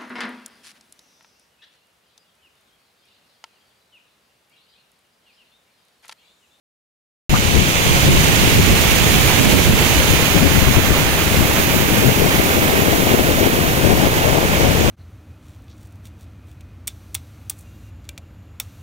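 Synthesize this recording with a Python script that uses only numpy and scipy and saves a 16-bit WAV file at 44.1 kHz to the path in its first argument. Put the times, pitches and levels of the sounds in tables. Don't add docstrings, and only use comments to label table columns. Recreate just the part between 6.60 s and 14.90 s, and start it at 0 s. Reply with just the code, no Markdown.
import sys
import numpy as np
from scipy import signal
from scipy.fft import rfft, irfft, next_fast_len
from scipy.io import wavfile
from scipy.ndimage import uniform_filter1d, minimum_filter1d

SR = 44100
rng = np.random.default_rng(int(sys.argv[2]) if len(sys.argv) > 2 else 0)


def store_wav(level_fs):
    pcm = np.round(np.clip(np.atleast_2d(level_fs), -1, 1) * 32767)
    wavfile.write(sys.argv[1], SR, pcm.T.astype(np.int16))


N = 366030


def from_db(db):
    return 10 ** (np.asarray(db) / 20)


def unit_rms(x):
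    return x / np.sqrt(np.mean(x ** 2, axis=-1, keepdims=True) + 1e-20)


def automation(rows):
    times, *columns = np.transpose(rows)
    return [np.interp(np.arange(N) / SR, times, column) for column in columns]


def at_hz(points, hz):
    knots, values = np.transpose(points)
    return np.interp(np.log(hz + 1e-6), np.log(knots), values)


def eq(x, gain_at):
    size = next_fast_len(N + SR // 10)
    hz = np.arange(size // 2 + 1) * SR / size
    return irfft(rfft(x, size) * gain_at(hz), size)[..., :N]


def drift(rate_hz):
    return unit_rms(eq(rng.standard_normal(N), lambda hz: 1 / (1 + (hz / rate_hz) ** 2)))


def squeak(waver):
    # t/s, f/Hz, level/dB
    slide = [(.731, 693, -28), (.739, 750, -5), (.748, 1240, -17), (.760, 1280, -14), (.772, 1500, -22),
             (.782, 1550, -48)]
    hz, level_db = automation(slide)
    phase = 2 * np.pi * np.cumsum(hz * (1 + waver * drift(rate_hz=460))) / SR
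    t = np.arange(N) / SR
    gate = (t > slide[0][0]) * (t < slide[-1][0])
    return from_db(level_db) * np.sin(phase) * gate


def airflow(port, breeze, restless_db):
    # middle t/s, length/s, port, rumble level/dB, flutter level/dB
    gusts = [(0.713, .07, "left", -10, -36), (0.734, .07, "right", -18, -34),
             (.96, 0.13, "left", -14.5, -21), (1.32, .1, "left", -20, -22), (1.5, .1, "right", -12, -18.5),
             (1.53, 0.15, "left", -11, -20), (1.88, 0.1, "left", -20, -17),
             (1.99, 0.066, "right", -11.5, -17), (2.002, 0.069, "left", -13, -29),
             (2.107, 0.048, "right", -8, -14), (2.895, 0.22, "right", -11.5, -12),
             (3.11, 0.087, "right", -8.5, -16), (3.524, 0.08, "left", -12.5, -22),
             (3.81, 0.12, "left", -11.5, -12.5), (4.035, .16, "left", -12, -23),
             (4.19, 0.049, "left", -11, -21), (4.798, 0.05, "left", -9, -21),
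             (5.475, 0.073, "left", -13.5, -13.5), (5.635, .06, "left", -14, -13),
             (6.32, 0.073, "left", -19, -17), (6.545, 0.047, "left", -19, -10.5),
             (6.865, 0.096, "left", -21, -12), (7.315, 0.12, "left", -13.5, -13.5),
             (7.44, .1, "left", -15, -12.5), (7.745, 0.19, "left", -26, -15),
             (8.06, 0.1, "left", -15, -14.5), (8.22, 0.14, "left", -16, -17)]
    fade_s = 0.035
    t = np.arange(N) / SR
    power = from_db(np.array(automation(breeze)) + restless_db * drift(rate_hz=3.7)) ** 2
    for middle, length, side, rumble_db, flutter_db in gusts:
        if side == port:
            shape = np.clip(.5 + (length / 2 - np.abs(t - middle)) / fade_s, 0, 1)
            power += from_db([[rumble_db], [flutter_db]]) ** 2 * shape
    return np.sqrt(power)


def buffets(port):
    # peak t/s, port, level/dB
    hits = [(.887, "left", -15), (.978, "left", -5.5), (1.312, "right", -9), (1.481, "left", -9),
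            (1.69, "left", -12), (2.0, "left", -7), (2.121, "left", -8), (3.092, "left", -10),
            (3.393, "left", -7.5), (4.188, "left", -4.5), (4.309, "left", -8), (4.814, "left", -12),
            (5.165, "left", -11), (5.469, "left", -4.5), (5.796, "left", -10), (7.261, "left", -8)]
    width_s = 0.015
    t = np.arange(N) / SR
    swell = np.zeros(N)
    for peak, side, level_db in hits:
        if side == port:
            near = slice(max(int((peak - 4 * width_s) * SR), 0), int((peak + 4 * width_s) * SR))
            swell[near] += from_db(level_db) * np.exp(-.5 * ((t[near] - peak) / width_s) ** 2)
    return swell


def eddies(spectrum, lumps_db, speed):
    pattern = eq(rng.standard_normal(N), lambda hz: from_db(at_hz(spectrum, hz)))
    pressure = np.interp(np.cumsum(speed) % N, np.arange(N), pattern) * from_db(lumps_db)
    return pressure / np.sqrt(uniform_filter1d(pressure ** 2, size=SR // 14) + 1e-20)


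def port_wind(envelopes, buffet, rumble_lump_db, flutter_lump_db, buffet_flutter_db):
    # f/Hz, relative level/dB
    rumble_eq = [(12, -5), (28, -16), (48, -0.5), (80, 2), (140, -1.5), (210, -7.5), (300, -17), (520, -28),
                 (1200, -56)]
    # f/Hz, relative level/dB
    flutter_eq = [(80, -25), (170, -2), (270, -0.5), (400, -3), (600, -9), (850, -21), (1200, -40),
                  (3000, -42)]
    # t/s, relative speed
    air_speed = [(.7, 0.86), (4.8, .92), (6.2, 1.07), (7.1, 1.176), (7.7, 1.55), (8.3, 1.1)]
    rumble_gain, flutter_gain = envelopes
    speed, = automation(air_speed)
    lumps = drift(rate_hz=30)
    rumble = rumble_gain * eddies(rumble_eq, rumble_lump_db * lumps, np.ones(N))
    flutter_gain = np.hypot(flutter_gain, from_db(buffet_flutter_db) * buffet * speed ** 2)
    flutter = flutter_gain * eddies(flutter_eq, flutter_lump_db * lumps, speed)
    thump_hz = 84.8 * speed * np.exp(.45 * drift(rate_hz=60.4))
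    thumps = buffet * np.sin(2 * np.pi * np.cumsum(thump_hz) / SR)
    return rumble + flutter + thumps


def splashes(per_s, spread_db, bed_db, surge_db):
    sizes = from_db(spread_db * np.minimum(rng.exponential(1, N), 4))
    polarity = rng.choice([-1, 1], N)
    drops = unit_rms(sizes * polarity * (rng.random(N) < per_s / SR))
    bed = from_db(bed_db) * rng.standard_normal(N)
    surge = from_db(surge_db * drift(rate_hz=17.0))
    return unit_rms((drops + bed) * surge)


def cascades():
    # t/s, angle/degrees clockwise from straight ahead
    turn = [(.7, -65), (1.7, -118), (2.7, -150), (3.5, -174), (4.3, -186), (5.0, -222), (6.2, -258),
            (7.0, -275), (8.3, -295)]
    # angle/degrees off that direction, relative level/dB
    ledges = [(-44, -4), (-19, 0), (4, -8), (32.5, 0.5)]
    # t/s, share of power/0-1
    open_view = [(.7, 0.7), (1.4, 0.52), (2.2, .54), (3.5, .68), (4.6, 0.8), (5.6, 0.88), (7.0, 0.94),
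                 (8.3, .89)]
    port_spacing_m, sound_m_per_s = .12, 343
    bearing, = automation(turn)
    ports, clock = np.zeros((2, N)), np.arange(N)
    for offset, level_db in ledges:
        fall = from_db(level_db) * splashes(per_s=5000, spread_db=3.5, bed_db=1.5, surge_db=1.65)
        lag = port_spacing_m / sound_m_per_s * SR * np.sin(np.radians(bearing + offset))
        ports += [np.interp(clock - lag / 2, clock, fall), np.interp(clock + lag / 2, clock, fall)]
    clear = np.clip(automation(open_view)[0], 0, 1)
    return np.sqrt(clear) * unit_rms(ports) + np.sqrt(1 - clear) * rng.standard_normal((2, N))


def port_water(direct, colour, band_levels):
    # f/Hz, share of power/0-1
    direct_share = [(100, 0.99), (500, 0.93), (1400, 0.89), (2400, 0.66), (4000, 0.38), (8000, .2),
                    (15000, 0.2)]
    roar_hz, rush_hz, hiss_hz, spray_hz = 1500, 2870, 6650, 11700
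    scattered = splashes(per_s=9000, spread_db=2.5, bed_db=5.5, surge_db=0.9)
    share = lambda hz: np.clip(at_hz(direct_share, hz), 0, 1)
    water = eq(direct, lambda hz: np.sqrt(share(hz))) + eq(scattered, lambda hz: np.sqrt(1 - share(hz)))
    water = eq(water, lambda hz: from_db(at_hz(colour, hz)) * np.sqrt(SR / 2))
    roar = eq(water, lambda hz: at_hz([(roar_hz, 1), (rush_hz, 0)], hz))
    spray = eq(water, lambda hz: at_hz([(hiss_hz, 0), (spray_hz, 1)], hz))
    rush = water - roar - spray
    roar_db, rush_db, spray_db = automation(band_levels)
    return from_db(roar_db) * roar + from_db(rush_db) * rush + from_db(spray_db) * spray


def scene():
    # f/Hz, spectral density/dB
    colour_left = [(40, -53), (150, -45), (450, -52.5), (1000, -56.5), (1400, -59.5), (1850, -60.5),
                   (2200, -58), (4300, -64.5), (5700, -63.7), (6400, -72.5), (7200, -66.5), (7700, -65.5),
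                   (10000, -65.5), (12600, -67.5), (15300, -86)]
    colour_right = [(40, -54), (150, -52), (450, -52), (800, -53.5), (1300, -54.5), (1850, -52.5),
                    (2300, -50.5), (3200, -53.5), (4500, -60), (5400, -63.5), (6650, -56.5), (8050, -68),
                    (9200, -65.5), (12400, -63.5), (14400, -57.5), (15800, -62.5)]
    # t/s, roar gain/dB, rush gain/dB, spray gain/dB
    water_left = [(.7, -1.5, -4, -3.5), (1.35, 1, 2, 2), (2.5, 0, 2.5, 4), (3.4, -0.5, -.5, 2.5),
                  (4.15, -3, -3, -.7), (4.7, -2, -1.5, -1.4), (6.4, -.5, -1.4, -1.5), (7.2, 0, -1.4, -3.5),
                  (8.3, -0.5, -1.5, -6)]
    water_right = [(.7, -5, -.6, -6.5), (1.3, -1, 2.5, -2.7), (2.4, 1.5, 4, 1.3), (3.5, 0, 2.5, 0.5),
                   (4.4, -0.5, -0.8, -1), (5.2, -0.5, -0.8, 1.2), (6.1, -0.1, -2.3, 0.5),
                   (7.1, -1.5, -4, -2.2), (8.3, -2.1, -3, -4.5)]
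    # t/s, rumble level/dB, flutter level/dB
    breeze_left = [(.7, -17, -41), (1.15, -21, -38), (1.6, -19, -29), (2.4, -21, -24), (3.2, -22, -25),
                   (3.9, -14, -22), (4.6, -18, -23.5), (6.1, -20, -16), (8.3, -17.5, -21.5)]
    breeze_right = [(.7, -23, -35), (1.15, -25, -32), (1.3, -14.5, -26), (2.3, -15.5, -26),
                    (3.05, -13, -23), (3.55, -25.5, -31.5), (5.6, -32, -27), (8.3, -20.5, -28.5)]
    direct = cascades()
    left = port_water(direct[0], colour_left, water_left) + squeak(waver=0.169)
    right = port_water(direct[1], colour_right, water_right)
    left += port_wind(airflow("left", breeze_left, restless_db=1.16), buffets("left"),
                      rumble_lump_db=2.5, flutter_lump_db=5.5, buffet_flutter_db=-5.5)
    right += port_wind(airflow("right", breeze_right, restless_db=1.5), buffets("right"),
                       rumble_lump_db=2.5, flutter_lump_db=2.5, buffet_flutter_db=-8)
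    return np.array([left, right])


def limiter(x, ceiling, release_db_per_s):
    over_db = 20 * np.log10(np.maximum(np.abs(x) / ceiling, 1))
    recovery_db = release_db_per_s * np.arange(N) / SR
    cut_db = np.maximum.accumulate(over_db + recovery_db, axis=-1) - recovery_db
    gain_db = uniform_filter1d(minimum_filter1d(-cut_db, size=89), size=89)
    return x * from_db(gain_db)


def record(dry):
    start_s, cutoff_hz = .6945, 15750
    gate = np.arange(N) / SR >= start_s
    high_cut = signal.ellip(12, .1, 80, cutoff_hz, fs=SR, output="sos")
    return signal.sosfilt(high_cut, limiter(dry * gate, ceiling=0.97, release_db_per_s=100))


dry = scene()
out = record(dry)
store_wav(out)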